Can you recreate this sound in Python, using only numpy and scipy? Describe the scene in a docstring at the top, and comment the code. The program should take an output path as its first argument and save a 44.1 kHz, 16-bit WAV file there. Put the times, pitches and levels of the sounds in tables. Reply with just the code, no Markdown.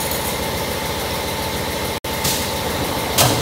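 """A factory hall, mono. A piston compressor runs steadily: its crank orders hum, its valves puff once
a cycle. A worker jingles small steel parts. A welder's air valves vent twice, its carriage rumbles,
its base knocks and its clamp slams on the frame. Behind them: a motor whine and the roar of distant
machines. The sound drops out for a moment near 2 s."""
import sys
import numpy as np
from scipy import signal
from scipy.fft import rfft, irfft, next_fast_len
from scipy.io import wavfile
from scipy.ndimage import uniform_filter1d, map_coordinates

SR = 44100
rng = np.random.default_rng(int(sys.argv[2]) if len(sys.argv) > 2 else 0)


def transcribe(u):
    """Save the signal u as a 16-bit wav file named by the first command-line argument.

    u: samples, shape (n,) or (channels, n), limited to [-1, 1]; the rate is SR.
    q: integer samples, one column per channel.
    """
    v = np.clip(np.atleast_2d(u).T, -1, 1)
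    q = np.round(v * 32767).astype(np.int16)
    wavfile.write(sys.argv[1], SR, q)


N = 150381

# Strongest multiples of the compressor cycle. Each row: order, rms level in dB.
STRONG_ORDERS = [(8, -43), (10, -40), (12, -37), (14, -44), (16, -50), (17, -49), (18, -40), (20, -50),
                 (22, -48), (24, -41), (25, -49), (26, -48), (28, -42), (30, -43), (31, -47), (32, -43),
                 (34, -47), (36, -45), (40, -49), (42, -43), (44, -45), (50, -48), (51, -49), (56, -46),
                 (60, -40), (62, -42), (66, -45), (68, -39), (71, -43), (73, -49), (74, -45), (75, -41),
                 (77, -50), (78, -40), (80, -40), (82, -43), (83, -47), (84, -48), (86, -47), (87, -50),
                 (106, -50), (109, -51), (116, -48), (118, -49), (119, -50), (120, -52), (123, -53),
                 (124, -46), (128, -53), (132, -53), (135, -53), (137, -53), (138, -49), (150, -53),
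                 (151, -54), (158, -53), (174, -55), (176, -53), (210, -56), (232, -56), (240, -54),
                 (246, -52), (258, -56), (260, -55), (264, -51), (286, -52), (288, -54), (289, -55),
                 (290, -50), (295, -55), (296, -50), (298, -48), (300, -49), (302, -48), (304, -56),
                 (308, -53), (312, -55)]
# Weaker multiples, the clatter. Each row: frequency in Hz, rms level of one order in dB.
CLATTER_SPECTRUM = [(40, -53), (600, -59), (700, -55.5), (950, -58.5), (1400, -65), (1800, -80.5),
                    (2110, -69.5), (2300, -68.5), (3700, -71), (4150, -67), (4600, -71.5), (5480, -73),
                    (6200, -85)]
# Compressor valve air. Each row: frequency in Hz, density in dB per Hz.
VALVE_SPECTRUM = [(1500, -88), (5200, -75.5), (5500, -71), (5800, -71.5), (7400, -82), (10000, -70),
                  (10500, -80), (11200, -71.5), (14500, -75.5), (15800, -75)]
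# Welder vents. Each row: start in seconds, level in dB, rise, hold and t60 in seconds,
# nozzle peak in Hz, its height in dB.
VENTS = [(2.237, -19.5, 0.013, 0.037, 0.54, 4100, 2.5), (3.177, -12.5, 0.0052, 0.031, 0.11, 3050, 6.5)]
# Air jet. Each row: frequency in Hz, relative level in dB.
JET_SPECTRUM = [(1000, -14), (2200, -4.5), (3100, -2.5), (4500, -2), (6500, -1), (10400, -6), (13000, -5.5),
                (16000, -10)]
# Clamp blows. Each row: start in seconds, level in dB, ring centre in Hz.
CLAMP_SLAMS = [(3.208, -4.5, 695), (3.212, -11.5, 2900), (3.232, -11.5, 560), (3.25, -16.5, 1050)]
# Welder frame. Each row: frequency in Hz, relative level in dB, t60 in seconds.
FRAME_MODES = [(544, -4.5, 0.26), (599, 4.5, 0.12), (640, -11, 0.096), (702, 7.5, 0.082), (803, -4, 0.061),
               (880, -2, 0.12), (977, -4, 0.22), (1258, -2, .12), (1584, -3, .1), (2740, -30, .15),
               (3260, -16, 0.11), (4100, -14, 0.17), (6100, -9, .15)]
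# Dull knocks in the base. Each row: start in seconds, level in dB, ring centre in Hz.
BASE_KNOCKS = [(2.245, -24, 185), (2.3, -26.5, 290), (2.635, -20, 500), (2.805, -21, 285),
               (3.1, -20.5, 430), (3.2, -14, 100), (3.235, -13.5, 110), (3.275, -12, 106), (3.3, -21, 253),
               (3.365, -20, 130), (3.38, -17, 430)]
# Heavy welder base. Each row: frequency in Hz, relative level in dB, t60 in seconds.
BASE_MODES = [(92, 3, 0.17), (110, -5, 0.18), (130, 2, 0.16), (185, -12, 0.25), (253, -3, 0.75),
              (285, -4, 0.22), (430, -1.5, 0.39), (500, -4.5, 0.27)]
# Carriage rumble. Each row: frequency in Hz, relative level in dB.
CARRIAGE_SPECTRUM = [(60, -33), (128, 4), (180, -9.5), (270, -1), (350, -8.5), (440, -5), (600, -12),
                     (720, -6.5), (950, -9), (1300, -14.5), (3000, -43)]
# Rumble envelope. Each row: time in seconds, rms level in dB.
CARRIAGE_LEVELS = [(0, -65), (2.235, -60), (2.25, -26.5), (2.4, -54), (2.65, -30.5), (2.85, -27),
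                   (3.0, -27), (3.12, -29.5), (3.2, -22), (3.33, -21.5), (3.41, -28)]
# Small steel parts. Each row: frequency in Hz, relative level in dB, t60 in seconds.
PART_MODES = [(4300, -5, 0.045), (5400, -8, 0.024), (5800, -6, .02), (6780, -3.5, 0.062), (8170, -1, .022),
              (9300, -4, 0.084), (10650, -6, 0.04), (11150, -5, 0.076), (12300, -3, .03),
              (13200, -5, 0.036), (13840, -4, .03), (14350, 1, .03), (15100, -10, .03)]
# Clear clinks. Each row: start in seconds, level in dB, ring centre in Hz.
CLINKS = [(.003, -29, 6800), (.022, -29, 9300), (.051, -19.5, 11500), (.064, -23, 11400),
          (.1122, -13, 14300), (.1124, -16, 7950), (.113, -23, 4300), (.128, -20, 11300),
          (.133, -19.5, 6800), (.172, -24, 12300), (.21, -24, 11400), (.259, -24, 13000), (.27, -17, 12300),
          (.282, -32, 11400), (.44, -26, 11400), (1.108, -17.5, 5400)]
# Envelope of the tiny touches. 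Each row: time in seconds, level in dB.
TOUCH_LEVELS = [(0, -21), (.06, -26), (.09, -40), (.14, -27), (.22, -31), (.27, -24), (.34, -46), (.5, -54)]
# Hall roar. Each row: frequency in Hz, density in dB per Hz.
ROAR_SPECTRUM = [(25, -82), (45, -85), (80, -57), (250, -63), (340, -61), (540, -56.5), (720, -63.5),
                 (880, -58), (1050, -63), (1450, -67), (2100, -64.5), (2450, -69), (4000, -64.5),
                 (4800, -72), (7400, -75.5), (16000, -90)]
# Machine housing resonances. Each row: frequency in Hz, width in Hz, gain in dB.
HOUSING_RESONANCES = [(1830, 34, 4), (2115, 70, 4), (2630, 42, 1), (3346, 24, 2.5), (3636, 32, 4),
                      (3927, 41, 4.5), (4150, 43, 2.5), (4570, 45, 3.5), (5050, 36, -3), (5330, 53, 5.5)]
# Hall decay. Each row: frequency in Hz, t60 in seconds.
HALL_DECAY = [(100, .6), (300, 0.68), (1000, 0.47), (4000, 1.1), (14000, 0.67)]

CYCLE_HZ = 7.039


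def compressor(even_boost_db=1.5):
    """One cycle of orders repeats under the valve air; the crank turn's orders, the even ones, lead."""
    size = round(SR / CYCLE_HZ)
    orders = np.arange(size // 2 + 1)
    clatter_db = along(CLATTER_SPECTRUM, orders * CYCLE_HZ) + even_boost_db * (orders % 2 == 0)
    gain = amp(clatter_db) * np.sqrt(rng.exponential(size=len(orders))) * (orders > 5)
    strong, strong_db = np.transpose(STRONG_ORDERS)
    gain[strong.astype(int)] = amp(strong_db)
    phasors = np.exp(2j * np.pi * rng.random(len(orders)))
    cycle = irfft(gain * phasors, size) * size / np.sqrt(2)
    return valve_air() + np.resize(cycle, N) * amp(0.51 * wobble(4.4))


def valve_air(rise_s=0.0047, fall_s=0.029, puff_db=5.5, flutter_db=0.5):
    """Air puffs through the compressor valves once a cycle; the hiss flutters six times a cycle."""
    t = np.arange(N) / SR
    age_s = t % (1 / CYCLE_HZ)
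    puff = (1 - np.exp(-age_s / rise_s)) * np.exp(-age_s / fall_s)
    flutter = np.cos(2 * np.pi * 6 * CYCLE_HZ * (t - 0.0025))
    gain_db = puff_db * (puff / puff.max() - .5) + flutter_db * flutter + .8 * wobble(6)
    return amp(gain_db) * noise(VALVE_SPECTRUM, patchy_db=1.1)


def welder_vents(peak_width_hz=500):
    """Air jets rise, hold and decay; each nozzle has its own spectral peak."""
    t, out = np.arange(N) / SR, np.zeros(N)
    for start_s, db, rise_s, hold_s, t60_s, peak_hz, peak_db in VENTS:
        attack = np.clip((t - start_s) / rise_s, 0, 1)
        decay_db = 60 * np.clip(t - start_s - rise_s - hold_s, 0, None) / t60_s
        air = noise(JET_SPECTRUM, patchy_db=0)
        jet = filtered(air, lambda hz: amp(peak_db * bell(hz, peak_hz, peak_width_hz)))
        out += attack * amp(db - decay_db + 1.3 * wobble(120)) * unit_rms(jet)
    return out


def clamp():
    """The clamp slams on the frame, whose modes ring in close clusters of three."""
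    return strike(CLAMP_SLAMS, FRAME_MODES * 3,
                  spread_oct=.8, rise_s=.002, scatter_db=2, crack_db=-12, detune=.025)


def base_knocks():
    """The welder's heavy base knocks dully."""
    return strike(BASE_KNOCKS, BASE_MODES * 2,
                  spread_oct=.3, rise_s=.008, scatter_db=1, crack_db=-60, detune=.03)


def carriage():
    """The carriage rumbles unevenly on its rails."""
    level_db = np.interp(np.arange(N) / SR, *np.transpose(CARRIAGE_LEVELS))
    return amp(level_db) * unit_rms(noise(CARRIAGE_SPECTRUM, patchy_db=2.5))


def steel_parts(touch_count=150, centre_hz=11000):
    """Clear clinks over many tiny touches of parts that differ a little in size."""
    starts_s = np.sort(rng.uniform(0, 0.6, size=touch_count))
    db = np.interp(starts_s, *np.transpose(TOUCH_LEVELS)) + 2 * rng.standard_normal(touch_count)
    touches = np.c_[starts_s, db, np.full(touch_count, centre_hz)]
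    jingle = strike(touches, PART_MODES,
                    spread_oct=1.5, rise_s=.001, scatter_db=3, crack_db=-10, detune=.04)
    return jingle + strike(CLINKS, PART_MODES * 2,
                           spread_oct=.18, rise_s=.0012, scatter_db=2.3, crack_db=-4, detune=.0089)


def motor(whine_hz=884.6, rms_db=-36, waver_db=2, drift_rad=0.27):
    """A motor whines, slightly unsteady in phase and level."""
    phase = 2 * np.pi * whine_hz * np.arange(N) / SR + drift_rad * wobble(12)
    return np.sqrt(2) * amp(rms_db + waver_db * wobble(7.77)) * np.sin(phase)


def hall_roar():
    """Distant machines blend; their housings ring faintly."""
    def housings(hz):
        return amp(sum(db * bell(hz, peak_hz, width_hz) for peak_hz, width_hz, db in HOUSING_RESONANCES))
    return filtered(noise(ROAR_SPECTRUM, patchy_db=1.4), housings)


def hall_reverb(x, gain_db=-4.5, delay_samples=400):
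    """The hall answers; each frequency dies at its own rate."""
    hz, t, bins = signal.stft(rng.standard_normal(SR), SR, nperseg=256)
    decay = amp(-60 * t / along(HALL_DECAY, hz)[:, None])
    tail = signal.istft(bins * decay, SR, nperseg=256)[1]
    delayed = np.pad(x, (delay_samples, 0))
    return amp(gain_db) * signal.fftconvolve(delayed, tail / np.linalg.norm(tail))[:N]


def strike(blows, modes, spread_oct, rise_s, scatter_db, crack_db, detune, crack_t60_s=0.0091):
    """Each blow rings the modes anew, most those near its centre, with a short crack."""
    out, t = np.zeros(N + SR), np.arange(SR // 3) / SR
    hz, mode_db, t60_s = np.transpose(modes)[:, :, None]
    for start_s, db, centre_hz in blows:
        excited_db = mode_db - 6 * (np.log2(hz / centre_hz) / spread_oct) ** 2
        mistune, phase, scatter = rng.standard_normal((3,) + hz.shape)
        waves = np.sin(2 * np.pi * (hz * (1 + detune * mistune) * t + phase))
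        decays = amp(excited_db + scatter_db * scatter - 60 * t / t60_s)
        ring = (decays * waves).sum(0) / np.linalg.norm(amp(excited_db))
        crack = amp(crack_db - 60 * t / crack_t60_s) * rng.standard_normal(len(t))
        attack = 1 - np.exp(-t / rise_s)
        out[round(start_s * SR):][:len(t)] += amp(db) * (ring + crack) * attack
    return out[:N]


def noise(spectrum, patchy_db):
    """Noise of a given dB-per-Hz spectrum, with patches of random gain."""
    bins = signal.stft(rng.standard_normal(N), nperseg=512)[2]
    patches = uniform_filter1d(rng.standard_normal(bins.shape), 4, axis=0)
    patches = unit_rms(uniform_filter1d(patches, 8, axis=1))
    white = unit_rms(signal.istft(bins * amp(patchy_db * patches), nperseg=512)[1][:N])
    return filtered(white, lambda hz: amp(along(spectrum, hz)) * np.sqrt(SR / 2))


def wobble(rate_hz):
    """Smooth random curve through rate_hz knots a second."""
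    knots = rng.standard_normal(int(N * rate_hz / SR) + 4)
    return map_coordinates(knots, [np.arange(N) * rate_hz / SR])


def filtered(x, response):
    """Apply the gain response(hz)."""
    size = next_fast_len(N + SR // 2)
    return irfft(rfft(x, size) * response(np.fft.rfftfreq(size, 1 / SR)), size)[:N]


def along(points, hz):
    """Interpolate on a log frequency axis."""
    knots_hz, values = np.transpose(points)
    return np.interp(np.log(hz + 1), np.log(knots_hz + 1), values)


def bell(hz, centre_hz, width_hz):
    return np.exp(-((hz - centre_hz) / width_hz) ** 2)


def amp(db):
    return 10 ** (np.asarray(db) / 20)


def unit_rms(x):
    return x / np.sqrt(np.mean(x ** 2) + 1e-20)


def scene():
    """Mono mix on two channels; only vents and impacts reverberate."""
    near = welder_vents() + clamp() + base_knocks() + steel_parts()
    mono = compressor() + motor() + hall_roar() + carriage() + near + hall_reverb(near)
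    return np.array([mono, mono])


def record(dry, drop_s=1.9805, back_s=2.0442, drop_db=-16, fade_t60_s=.022, ceiling=.95, top_hz=15760):
    """Peaks clip softly; the level drops, fades and returns at once; the top treble is cut."""
    t = np.arange(N) / SR
    fade = amp(drop_db - 60 * np.clip(t - drop_s, 0, None) / fade_t60_s)
    gain = np.where((t > drop_s) & (t < back_s), fade, 1)
    clipped = dry / (1 + np.abs(dry / ceiling) ** 6) ** (1 / 6)
    return np.array([filtered(gain * x, lambda hz: 1 / (1 + (hz / top_hz) ** 900)) for x in clipped])


dry = scene()
out = record(dry)
transcribe(out)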